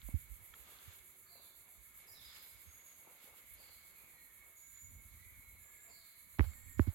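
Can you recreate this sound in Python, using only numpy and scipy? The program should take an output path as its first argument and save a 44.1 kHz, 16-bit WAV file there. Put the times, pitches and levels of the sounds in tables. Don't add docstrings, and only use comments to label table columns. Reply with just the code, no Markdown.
import sys
import numpy as np
from scipy import signal
from scipy.fft import rfft, irfft, next_fast_len
from scipy.io import wavfile
from scipy.ndimage import uniform_filter1d

SR = 44100
rng = np.random.default_rng(int(sys.argv[2]) if len(sys.argv) > 2 else 0)


def gain_from_decibels(decibels):
    exponent = np.asarray(decibels, float) / 20
    return 10 ** exponent


def store_wav(level_fs):
    pcm = np.round(np.clip(np.atleast_2d(level_fs), -1, 1) * 32767)
    wavfile.write(sys.argv[1], SR, pcm.T.astype(np.int16))


N = 306098
SIZE = next_fast_len(N + SR)
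HZ = np.arange(SIZE // 2 + 1) * SR / SIZE + 1e-3
TIME = np.arange(N) / SR
CANOPY_T60_S = 1.8


def rms_one(x):
    return x / np.sqrt(np.mean(x ** 2) + 1e-20)


def in_time(rows):
    s, *columns = np.transpose(rows)
    return [np.interp(TIME, s, c) for c in columns]


def at_hz(points):
    hz, value = np.transpose(points)
    return np.interp(np.log(HZ), np.log(np.maximum(hz, 1)), value)


def sides(pan_db):
    return gain_from_decibels(np.array([pan_db / 2, -pan_db / 2]))


def drift(rate_hz):
    r = np.exp(-2 * np.pi * rate_hz * 40 / SR)
    slow = signal.lfilter([1], [1, -2 * r, r * r], rng.standard_normal(N // 40 + 2002))[2000:]
    return np.interp(np.arange(N) / 40, np.arange(len(slow)), rms_one(slow))


# pitch in Hz, likeness from 0 to 1.
LIKENESS = [(60, 0.17), (240, 0.94), (950, 0.28), (3770, 0.012), (15000, 0.11)]
# pitch in Hz, left over right in dB.
LEAN = [(60, 21), (110, 2), (200, -1.5), (380, -1), (700, -0.5), (1290, 10), (2380, -4), (4400, 2.5),
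        (8120, -9), (15000, -3.5)]


def stereo_noise():
    mid, side = rfft(rng.standard_normal((2, SIZE)))
    alike = np.clip(at_hz(LIKENESS), 0, .99)
    both = np.sqrt(1 + alike) * mid + np.sqrt(1 - alike) * side * [[1], [-1]]
    return both * sides(at_hz(LEAN))


def coloured(spectrum, colour):
    inside = (HZ > colour[0][0]) & (HZ < colour[-1][0])
    x = irfft(spectrum * gain_from_decibels(at_hz(colour)) * inside, SIZE)[..., :N]
    middle = np.mean(np.atleast_2d(x), axis=0)
    return x / np.sqrt(np.mean(middle ** 2))


def canopy(x, wet_db, t60_s):
    t = np.arange(SR) / SR
    tail = rng.standard_normal((2, SR)) * gain_from_decibels(-60 * t / t60_s) * np.minimum(t / 0.02, 1)
    tail = tail / np.sqrt(np.sum(tail ** 2, axis=1, keepdims=True))
    return x + gain_from_decibels(wet_db) * irfft(rfft(x, SIZE) * rfft(tail, SIZE), SIZE)[:, :N]


def puffs(table, low_hz, high_hz):
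    band = signal.butter(3, [low_hz, high_hz], "band", fs=SR, output="sos")
    noise = signal.sosfilt(band, rng.standard_normal((2, N)))
    shape = np.zeros((2, N))
    for s, db, long_s, pan_db in table:
        at = int(s * SR)
        fading = np.linspace(1, 0, int(1.6 * long_s * SR))[:N - at]
        shape[:, at:at + len(fading)] += np.outer(sides(pan_db), gain_from_decibels(db + 4.0) * fading)
    return noise * uniform_filter1d(shape, size=120, axis=1)


# pitch in Hz, level in dB per Hz.
CHORUS = [(3530, -111), (6000, -69), (6370, -15), (6930, -6), (7490, -8.5), (8080, -11.5), (9420, -12),
          (11100, -0.5), (11700, 2.5), (13900, -9), (15300, -10.5), (15800, -7), (16600, -7.5)]
# time in seconds, throbs counted so far.
PACE = [(0.075, 0), (0.715, 5), (1.197, 9), (2.245, 17), (3.38, 26), (4.48, 35), (5.505, 44), (6.08, 49),
        (6.94, 56)]
# time in seconds, level in dB.
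SWELL = [(0.0, -57.5), (0.5, -61.5), (0.95, -62), (1.2, -63), (1.8, -62.5), (2.1, -60.5), (2.35, -63),
         (2.5, -60.5), (2.7, -63.5), (3.2, -64), (3.6, -61.5), (3.8, -63.5), (4.25, -63), (4.9, -63.5),
         (5.3, -63), (5.95, -64), (6.1, -63.5), (6.5, -61), (6.94, -62.5)]
TYMBAL_PER_S, THROB_S = 260, .165
TROUGH_DB, THROB_SPREAD_DB = -5.0, .5


def cicadas():
    gaps_s = (1 + .12 * rng.standard_normal(2000)) / TYMBAL_PER_S
    at = (np.cumsum(gaps_s) * SR).astype(int)
    clicks = np.zeros(N)
    clicks[at[at < N]] = gain_from_decibels(1.9 * rng.standard_normal(2000))[at < N]
    bursts = signal.lfilter([1], [1, -np.exp(-1 / (0.000083 * SR))], clicks)

    s, count = np.transpose(PACE)
    crests_s = np.interp(np.arange(count[-1] + 1), count, s)
    crest_db = np.interp(crests_s, *np.transpose(SWELL))
    crest_db = crest_db + THROB_SPREAD_DB * rng.standard_normal(len(crests_s))
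    power = np.full(N, gain_from_decibels(2 * (np.median(crest_db) + TROUGH_DB)))
    trough = power.copy()
    for s, db in zip(crests_s, crest_db):
        span = slice(max(int((s - THROB_S) * SR), 0), min(int((s + THROB_S) * SR), N))
        x = (TIME[span] - s) / THROB_S
        x = np.where(x < 0, x * 1.4, x)
        power[span] += gain_from_decibels(2 * db) * np.cos(np.pi * np.clip(x, -.5, .5)) ** 2

    near = .2 * np.sqrt(power - trough) * rms_one(bursts)
    white = irfft(stereo_noise(), SIZE)[:, :N] * (np.sqrt(power) + near)
    return gain_from_decibels(-1.0) * np.sqrt(np.mean(power)) * coloured(rfft(white, SIZE), CHORUS)


# start in seconds, peak in dB, length in seconds, left over right in dB.
FLICKS = [
    (1.974, -52, 0.012, 5),
    (2.423, -52.5, 0.061, -4),
    (3.535, -49, 0.015, 0),
]


def wing_flicks():
    return puffs(FLICKS, 10900, 15300)


# time in seconds, level in dB.
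HUM = [(0.0, -80), (0.1, -72), (0.5, -74), (1.1, -76.5), (1.5, -87), (1.7, -76.5), (2.1, -72.5), (3.1, -73),
       (3.6, -72), (5.0, -76), (5.5, -71.5), (6.3, -75.5), (6.55, -71.5), (6.94, -73)]
# pitch in Hz, width in Hz, level in dB.
HUM_MODES = [(2195, 39, -7.5), (2296, 180, -16), (2000, 77, -14.5)]
# time in seconds, pitch in Hz, level against the blur in dB.
SOLOIST = [(0, 2216, -4), (3.4, 2204, -8.5), (4.6, 2201, 1), (6.94, 2194, 0.5)]
HUM_WANDER_HZ, HUM_BEAD_DB, HUM_BLUR_DB = 3, 3.5, -2.0


def cricket():
    shape = 0
    for hz, width_hz, db in HUM_MODES:
        shape = shape + gain_from_decibels(db) / (1 + ((HZ - hz) / (width_hz / 2)) ** 2) / np.sqrt(width_hz)
    blur = irfft(stereo_noise() * shape, SIZE)[:, :N]
    blur = gain_from_decibels(HUM_BLUR_DB) * blur / np.std(blur.mean(axis=0))
    solo_hz, solo_db = in_time(SOLOIST)
    turns = np.cumsum(solo_hz + HUM_WANDER_HZ * drift(3.83)) / SR
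    line = []
    for _ in range(2):
        beads = gain_from_decibels(HUM_BEAD_DB * drift(30))
        line.append(rms_one(beads * np.sin(2 * np.pi * turns + 0.62 * drift(1.3))))
    return gain_from_decibels(in_time(HUM)[0]) * (gain_from_decibels(solo_db) * sides(-7.0)[:, None] * line + blur)


# start in seconds, first, middle and last pitch in Hz, level in dB.
WHISTLES = [
    (2.65, 6470, 6740, 6530, -66),
    (4.538, 6707, 7044, 6866, -60.5),
    (5.586, 7100, 7460, 7100, -65),
    (6.44, 7230, 7570, 7040, -65),
]
WHISTLE_WARBLE_HZ = [45, 80, 210, 230]
WHISTLE_PACE = [.85, 0.94, 0.99, .92]
WHISTLE_S, ATTACK_S, RELEASE_S = .38, 0.041, 0.046
SAG_DB, LAST_PUSH_DB, WHISTLE_EDGE_DB = -4, 2.5, -22


def whistles():
    out = np.zeros(N)
    effort_s = [0, ATTACK_S, WHISTLE_S / 2, WHISTLE_S - RELEASE_S, WHISTLE_S]
    effort_levels_db = [WHISTLE_EDGE_DB, 0, SAG_DB, LAST_PUSH_DB, WHISTLE_EDGE_DB]
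    for call, warble_hz, pace in zip(WHISTLES, WHISTLE_WARBLE_HZ, WHISTLE_PACE):
        s, first_hz, middle_hz, last_hz, db = call
        since = (TIME - s) / pace
        x = np.clip(since / WHISTLE_S, 0, 1)
        arch_hz = (middle_hz - (first_hz + last_hz) / 2) * np.sin(np.pi * x) ** 1.5
        hz = first_hz + (last_hz - first_hz) * x + arch_hz
        effort_db = np.interp(since, effort_s, effort_levels_db)
        gate = np.interp(since, [0, 0.0092, WHISTLE_S - .02, WHISTLE_S], [0, 1, 1, 0])
        tone = np.sin(2 * np.pi * np.cumsum(hz + warble_hz * drift(201.5)) / SR)
        out += gate * gain_from_decibels(db + effort_db + 2.5 * drift(43)) * tone
    return canopy(np.outer(sides(-5.0), out), wet_db=1.5, t60_s=.4 * CANOPY_T60_S)


# start in seconds, level in dB, first and last pitch in Hz, length in seconds.
CHIRPS = [(0.58, -73, 3460, 3420, 0.32), (1.262, -62.5, 4500, 4200, 0.088), (1.33, -66, 4200, 3830, 0.066),
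          (1.39, -68, 3780, 3400, 0.073), (2.072, -59.5, 5270, 4710, 0.033),
          (2.112, -61.5, 5970, 4700, 0.05), (2.14, -59, 4200, 3530, 0.066), (2.155, -63, 3900, 3250, 0.084),
          (2.196, -63.5, 4400, 3265, 0.14), (2.26, -67, 4520, 3940, 0.16), (3.368, -69, 2410, 3280, 0.023),
          (3.57, -64.5, 4910, 4470, 0.064), (3.63, -66.5, 4570, 4130, .1), (3.952, -66, 2470, 2300, 0.073),
          (.62, -70.5, 1286, 1110, 0.18), (5.89, -73, 5250, 4800, .05), (5.885, -63.5, 4650, 4270, 0.083),
          (5.93, -70, 4580, 4230, 0.13), (5.95, -72, 4100, 3550, 0.11)]
# start in seconds, level in dB, first and last pitch in Hz, length in seconds.
COOS = [(5.84, -70.5, 680.5, 665, 0.084), (2.100, -68, 1800, 1760, 0.043), (2.243, -55, 4750, 5100, 0.03),
        (2.448, -88, 7100, 7100, 0.07), (5.237, -66.5, 2360, 2290, 0.064), (5.35, -75, 2350, 2295, .08),
        (5.59, -71, 1740, 1687, 0.092), (5.7, -73.5, 1690, 1670, 0.15), (5.92, -76.5, 1680, 1670, 0.081),
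        (4.125, -66.5, 1960, 1840, .11), (4.25, -76, 1820, 1754, 0.12), (6.53, -67.5, 1845, 1850, 0.065),
        (6.64, -70, 1845, 1855, 0.12), (1.302, -70, 696, 700, 0.05), (1.643, -81, 704, 680, 0.12),
        (4.47, -77.5, 675, 670, 0.051)]
# start in
# seconds, level in dB, first and last pitch in Hz, length in seconds.
PIPES = [(2.27, -72, 5085, 5080, 0.14), (0.3, -85.5, 378.3, 372, 2.07), (3.5, -74, 4160, 4140, 0.3),
         (3.9, -78.5, 4150, 4150, 0.13), (4.05, -78.5, 4150, 4145, 0.23), (4.42, -89, 4130, 4150, 0.38),
         (4.6, -80, 1580, 1575, 0.2), (5.05, -80, 4105, 4095, 0.13), (5.36, -79.5, 4060, 4060, 0.14),
         (5.17, -65, 1900, 2085, 0.1), (3.7, -78, 2050, 2050, .4), (6.1, -84, 1600, 2600, .45),
         (3.55, -77, 2300, 2060, .3), (5.85, -80, 1965, 1960, .25), (5.82, -75.5, 4120, 4065, 0.45),
         (6.36, -77, 4100, 4600, 0.18), (6.76, -82, 4050, 4070, .1)]
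CHIRP_WARBLE, COO_WARBLE, PIPE_WARBLE = .034, .012, .002


def birds():
    out, warble = np.zeros(N), drift(320)
    for notes, share in (CHIRPS, CHIRP_WARBLE), (COOS, COO_WARBLE), (PIPES, PIPE_WARBLE):
        for s, db, first_hz, last_hz, long_s in notes:
            x = np.arange(int(long_s * SR)) / (long_s * SR)
            span = slice(int(s * SR), int(s * SR) + len(x))
            hz = (first_hz + (last_hz - first_hz) * x) * (1 + share * warble[span])
            tone = np.sin(2 * np.pi * np.cumsum(hz) / SR)
            out[span] += gain_from_decibels(db) * np.sqrt(np.sin(np.pi * x)) * tone
    return gain_from_decibels(-6.0) * canopy(np.outer(sides(-6.0), out), wet_db=6.5, t60_s=0.57 * CANOPY_T60_S)


# start in seconds, swing in the right port in dB, first and last pitch in Hz, fade in seconds.
KNOCKS = [(0.036, -35.5, 60.3, 47, 0.044), (0.135, -20, 117, 52, 0.021), (.296, -37.5, 63, 49, 0.033),
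          (.59, -49.5, 69, 55, 0.022), (1.77, -53, 70, 55, 0.035), (0.875, -42, 102, 75.4, 0.016),
          (2.666, -47.5, 102, 70, 0.024), (3.502, -51.5, 77.6, 50.3, 0.022), (4.842, -48, 97, 70, 0.016),
          (6.3905, -14, 114, 39, 0.028), (6.4405, -28, 70, 60, 0.0067), (6.457, -29, 92, 67, 0.029),
          (6.77, -30.5, 85.5, 74.6, 0.018), (6.7917, -14, 116, 54.5, 0.021), (6.838, -36.5, 55, 48, 0.017),
          (6.8702, -23, 105, 76.5, 0.022)]
SETTLE_S = 0.023
KNOCK_LEFT_DB, KNOCK_LEFT_LINGERS = -24, 1.24


def swing(t, fade_s):
    return (t / fade_s * np.exp(1 - t / fade_s)) ** 1.23 * np.exp(-(t / (1.34 * fade_s)) ** 2)


def knocks():
    out, t = np.zeros((2, N + SR)), np.arange(SR // 5) / SR
    for s, db, first_hz, last_hz, fade_s in KNOCKS:
        turns = last_hz * t + (first_hz - last_hz) * SETTLE_S * (1 - np.exp(-t / SETTLE_S))
        left, right = swing(t, KNOCK_LEFT_LINGERS * fade_s), swing(t, fade_s)
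        at = int(s * SR)
        out[1, at:at + len(t)] += gain_from_decibels(db) * right * np.sin(2 * np.pi * turns)
        out[0, at:at + len(t)] += gain_from_decibels(db + KNOCK_LEFT_DB) * left * np.sin(2 * np.pi * turns - 1.2)
    leak = signal.butter(2, 28, "high", fs=SR, output="sos")
    return signal.sosfilt(leak, out[:, :N])


# start in seconds, peak in dB, pitch in Hz, left over right in dB.
TICKS = [(.017, -43, 3700, 4), (.087, -51.5, 630, -1), (.0873, -56, 1000, -1), (.088, -50, 234, -11),
         (0.141, -46, 215, -9), (.788, -47.5, 4480, -20), (1.355, -63, 593, 16), (3.074, -54, 805, -3),
         (3.074, -67, 332, 7), (3.241, -66.5, 228, -1), (3.276, -58, 534, -5), (3.601, -62.5, 610, -16),
         (6.3866, -46, 800, -14), (6.3944, -28.5, 1880, -18), (6.3942, -33.5, 1150, -12),
         (6.3948, -32, 280, -13), (6.3948, -40.5, 780, 14), (6.4, -35, 143, -9), (6.4073, -36, 890, 5),
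         (6.4021, -50, 300, 16), (6.4069, -43, 1900, 12), (6.4305, -55, 1200, -15), (6.407, -41, 2140, -23),
         (6.4083, -40.5, 334, -15), (6.535, -57, 2000, -22), (6.7944, -35, 1650, -21),
         (6.7947, -34.5, 1010, -19), (6.7943, -43.5, 605, 21), (6.7944, -27.5, 252, -18.5),
         (6.8733, -40.5, 230, -16)]


def ticks():
    out, t = np.zeros((2, N)), np.arange(SR // 30) / SR
    for s, db, hz, pan_db in TICKS:
        cycles, at = t * hz, int(s * SR)
        if hz < 400:
            shape = -1.5 * np.exp(-((cycles - .75) / 0.65) ** 2)
        else:
            shape = 1.8 * np.minimum(cycles / 0.49, 1) * np.exp(-cycles / 1.21)
        ring = gain_from_decibels(db) * shape * np.sin(2 * np.pi * cycles)
        out[:, at:at + len(t)] += np.outer(sides(pan_db), ring)
    out[0] = np.roll(out[0], round(0.00026 * SR))
    soft = signal.butter(4, 3800, fs=SR, output="sos")
    return signal.sosfilt(soft, out)


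# centre in seconds, peak in dB, width in seconds, left over right in dB, outward 1 or inward -1.
SHOVES = [(.138, -40, 0.0021, -20, -1), (6.4105, -42, 0.0012, 22, -1), (6.8062, -41, 0.0013, 20, 1),
          (6.8105, -48, .002, 20, -1), (6.389, -52, 0.00067, 16, -1), (6.391, -48, .0007, 16, -1),
          (6.3947, -31, 0.0021, -20, 1), (6.3995, -37, 0.00048, 18, -1), (6.8, -34, 0.0022, -22, 1),
          (6.799, -36, 0.00061, 20, -1), (6.878, -53, 0.00098, 18, -1), (6.4135, -50, .0008, 20, -1),
          (6.4165, -56, 0.00054, 20, -1), (6.798, -37, 0.0011, -20, 1), (6.398, -34, .001, -20, 1),
          (6.889, -32, 0.0021, -16, -1)]


def shoves():
    out, t = np.zeros((2, N)), np.arange(-600, 600) / SR
    for s, db, width_s, pan_db, way in SHOVES:
        at = int(s * SR) - 600
        bump = np.sign(way) * gain_from_decibels(db) * np.exp(-(t / width_s) ** 2)
        out[:, at:at + len(t)] += np.outer(sides(pan_db), bump)
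    leak = signal.butter(1, 45, "high", fs=SR, output="sos")
    return signal.sosfilt(leak, out)


# start in seconds, peak in dB, length in seconds, left over right in dB.
SCUFFS = [
    (6.34, -61, 0.014, 1),
    (6.398, -41, 0.015, -9),
    (6.428, -53, 0.0068, -8),
    (6.44, -48, 0.017, -7),
    (6.46, -62.5, 0.19, 3),
    (6.8, -55, 0.068, 0),
    (6.868, -58.5, 0.095, -5),
]


def scuffs():
    return puffs(SCUFFS, 400, 1900)


# start in seconds, peak in dB, length in seconds, left over right in dB.
SPLASHES = [(3.22, -66, 0.07, -7), (3.37, -67, .03, -4), (3.53, -72, .006, 0), (6.386, -52, 0.0082, -6),
            (6.397, -61, 0.023, 0), (6.42, -61, 0.077, 0), (6.44, -69, 0.011, -1), (6.533, -67, .004, -1),
            (6.78, -63, .03, -2), (6.81, -65.5, .05, 5), (6.872, -64.5, .04, -3)]


def splashes():
    return puffs(SPLASHES, 2400, 5000)


# start in seconds, peak in dB, length in seconds, left over right in dB.
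SNAPS = [
    (6.3948, -50, .001, 2.3),
    (6.407, -52, .001, 10),
]


def snaps():
    return puffs(SNAPS, 2500, 9000)


# start in seconds, level in dB.
CLINKS = [
    (0.5376, -52),
    (.5398, -47.5),
]
# pitch in Hz, level in dB, t60 in seconds.
BUCKLE = [(1377, -7, 0.022), (1800, -2.5, .008), (2300, -3, 0.0073), (3250, -2.5, 0.011)]


def clinks():
    out, t = np.zeros(N), np.arange(SR // 20) / SR
    ring = sum(-gain_from_decibels(db - 60 * t / t60_s) * np.sin(2 * np.pi * hz * t) for hz, db, t60_s in BUCKLE)
    for s, db in CLINKS:
        at = int(s * SR)
        out[at:at + len(t)] += gain_from_decibels(db) * ring * np.minimum(t / 0.00015, 1)
    band = signal.butter(4, [1050, 3900], "band", fs=SR, output="sos")
    return np.outer(sides(-8.0), signal.sosfilt(band, out))


STROKE_EDGE_DB = -16.5


def strokes(table, rest_db):
    t = TIME[::64]
    power = gain_from_decibels(2 * rest_db)
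    for s, db, swell_s, fade_s in table:
        away = np.maximum((s - t) / swell_s, (t - s) / fade_s)
        power = power + gain_from_decibels(2 * (db + STROKE_EDGE_DB * away))
    return np.interp(TIME, t, np.sqrt(power))


# crest in seconds, level in dB, swell in seconds, fade in seconds.
RUBS = [(0.09, -68.5, 0.014, 0.07), (0.7, -71.5, 0.49, 0.66), (1.37, -70, 0.045, .2),
        (1.72, -76.5, 0.3, 0.12), (2.07, -74.5, 0.16, 0.56), (2.37, -74.5, 0.07, 0.35),
        (2.8, -77.5, .4, 0.55), (3.09, -69.5, 0.15, 0.15), (3.29, -69.5, 0.12, 0.24),
        (3.61, -71, 0.099, 0.23), (4.0, -75.5, 0.37, 0.68), (4.46, -75.5, 0.084, 0.17),
        (4.95, -81, 0.16, 0.44), (5.7, -80, 1, 0.078), (5.91, -72.5, 0.19, 0.079)]
# crest in seconds, level in dB, swell in seconds, fade in seconds.
HISSES = [(0.07, -86, 0.35, 0.47), (0.67, -82, 0.07, 0.37), (0.93, -78.5, 0.73, 0.16),
          (1.45, -89, 0.12, 0.13), (2.0, -83.5, 0.095, 0.18), (2.35, -76.5, 0.21, 0.28),
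          (2.62, -86, 0.3, 0.4), (2.9, -87, 0.22, 0.32), (3.24, -81, 0.18, 0.16),
          (3.39, -81.5, 0.079, 0.053), (3.68, -83.5, 0.41, 0.65)]
# pitch in Hz, level in dB per Hz.
RUB = [(150, -1.5), (260, -1.5), (500, 3), (1000, 1.5), (1800, -12.5), (2800, 0)]
# pitch in Hz, level in dB per Hz.
HISS = [(700, -8), (1150, 2.5), (1600, 6), (2500, 4), (3500, 6), (4400, 2), (5600, -6), (7000, 3.5),
        (9000, -12)]


def rustle():
    dull = strokes(RUBS, rest_db=-89) * coloured(stereo_noise(), RUB)
    dry = gain_from_decibels(12.0) * strokes(HISSES, rest_db=-96.5) * coloured(stereo_noise(), HISS)
    return gain_from_decibels(2.0 * drift(100)) * dull + gain_from_decibels(1.46 * drift(79)) * dry


# time in seconds, level in dB, left over right in dB.
RUMBLE = [(0.0, -73.5, -30), (0.21, -63.5, -7), (0.36, -71.5, -19), (0.6, -75.5, -8), (0.9, -79.5, -22),
          (1.3, -77.5, 4), (1.85, -78, -11), (2.1, -74, -7.5), (2.5, -77, -10), (2.7, -76.5, -10),
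          (3.2, -83.5, -4), (3.48, -74, -6), (4.6, -81.5, -9.5), (4.97, -65, -4), (5.55, -63.5, 2.5),
          (5.8, -80.5, -16.5), (6.25, -81, -13), (6.53, -66.5, -16)]
# pitch in Hz, level in dB per Hz.
RUMBLE_COLOUR = [(13, 3.5), (22, -47), (48, 2.5), (80, -1), (96, -0.5), (119, -12.5), (284, -20.5),
                 (350, -52), (460, -47), (770, -120)]


def rumble():
    level_db, pan_db = in_time(RUMBLE)
    lumps_db = 3.2 * drift(14)
    shared, own = (coloured(rfft(rng.standard_normal(SIZE)), RUMBLE_COLOUR) for _ in range(2))
    ports = np.array([0.46 * shared + 0.66 * own, shared])
    return gain_from_decibels(level_db + 1.0 + lumps_db) * sides(pan_db) * ports


# pitch in Hz, level in dB per Hz.
AIR = [(530, -68), (900, -17), (1140, -11.5), (1480, -12.5), (1530, -16), (1730, -7.5), (1950, -13.5),
       (2170, -1), (2490, -14), (2770, -21), (3510, -13.5), (4260, -14.5), (4620, -18.5), (4800, -26.5),
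       (5400, -27.5), (6000, -29), (6250, -13.5), (7000, -13.5), (7800, -17.5), (8600, -41), (13900, -120)]
# pitch in Hz, level in dB per Hz.
HOLLOW = [(82, -22), (140, 0.5), (302, -7.5), (372, -4), (437, -11.5), (517, -7.5), (592, -9.5), (950, -24),
          (1240, -32), (2090, -120)]
AIR_DB, HOLLOW_DB = -74, -83.5


def air():
    forest = gain_from_decibels(AIR_DB) * coloured(stereo_noise(), AIR)
    hollow = gain_from_decibels(HOLLOW_DB) * coloured(stereo_noise(), HOLLOW)
    whole = rfft(forest + hollow, SIZE)
    octave = np.log2(HZ / 75)
    out = np.zeros((2, N))
    for k in range(8):
        part = irfft(whole * np.clip(1 - abs(octave - k), 0, 1), SIZE)[:, :N]
        out += part * gain_from_decibels(1.85 * drift(7.9))
    return out


def patchy(x, depth_db):
    cells = signal.stft(x, nperseg=1024)[2]
    field = uniform_filter1d(rng.standard_normal(cells.shape), size=3, axis=1)
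    field = uniform_filter1d(field, size=5, axis=2)
    return signal.istft(cells * gain_from_decibels(depth_db * rms_one(field)), nperseg=1024)[1][:, :N]


def scene():
    far = patchy(cicadas() + air(), depth_db=2.0)
    forest = far + wing_flicks() + cricket() + whistles() + birds()
    handle = knocks() + ticks() + shoves() + clinks() + rustle() + rumble()
    fingers = scuffs() + splashes() + snaps()
    return forest + handle + fingers


# start in seconds, end in seconds, upper edge in Hz.
DULL_SPELLS = [
    (1.99, 2.066, 14400),
    (2.445, 2.475, 15400),
    (3.546, 3.602, 14200),
]


def dull_after_flicks(x):
    out = x.copy()
    for start_s, end_s, edge_hz in DULL_SPELLS:
        a, b = int(start_s * SR), int(end_s * SR)
        span = slice(a - 500, b + 500)
        steep = signal.cheby2(20, 50, edge_hz + 300, fs=SR, output="sos")
        kept = signal.sosfiltfilt(steep, x[:, span])
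        i = np.arange(b - a + 1000)
        fade = np.clip(np.minimum(i - 400, b - a + 600 - i) / 100, 0, 1)
        out[:, span] += fade * (kept - x[:, span])
    return out


def band_limit(x):
    return signal.sosfilt(signal.butter(12, 16550, fs=SR, output="sos"), x)


def record(dry):
    mix = dull_after_flicks(dry)
    return band_limit(mix)


dry = scene()
out = record(dry)
store_wav(out)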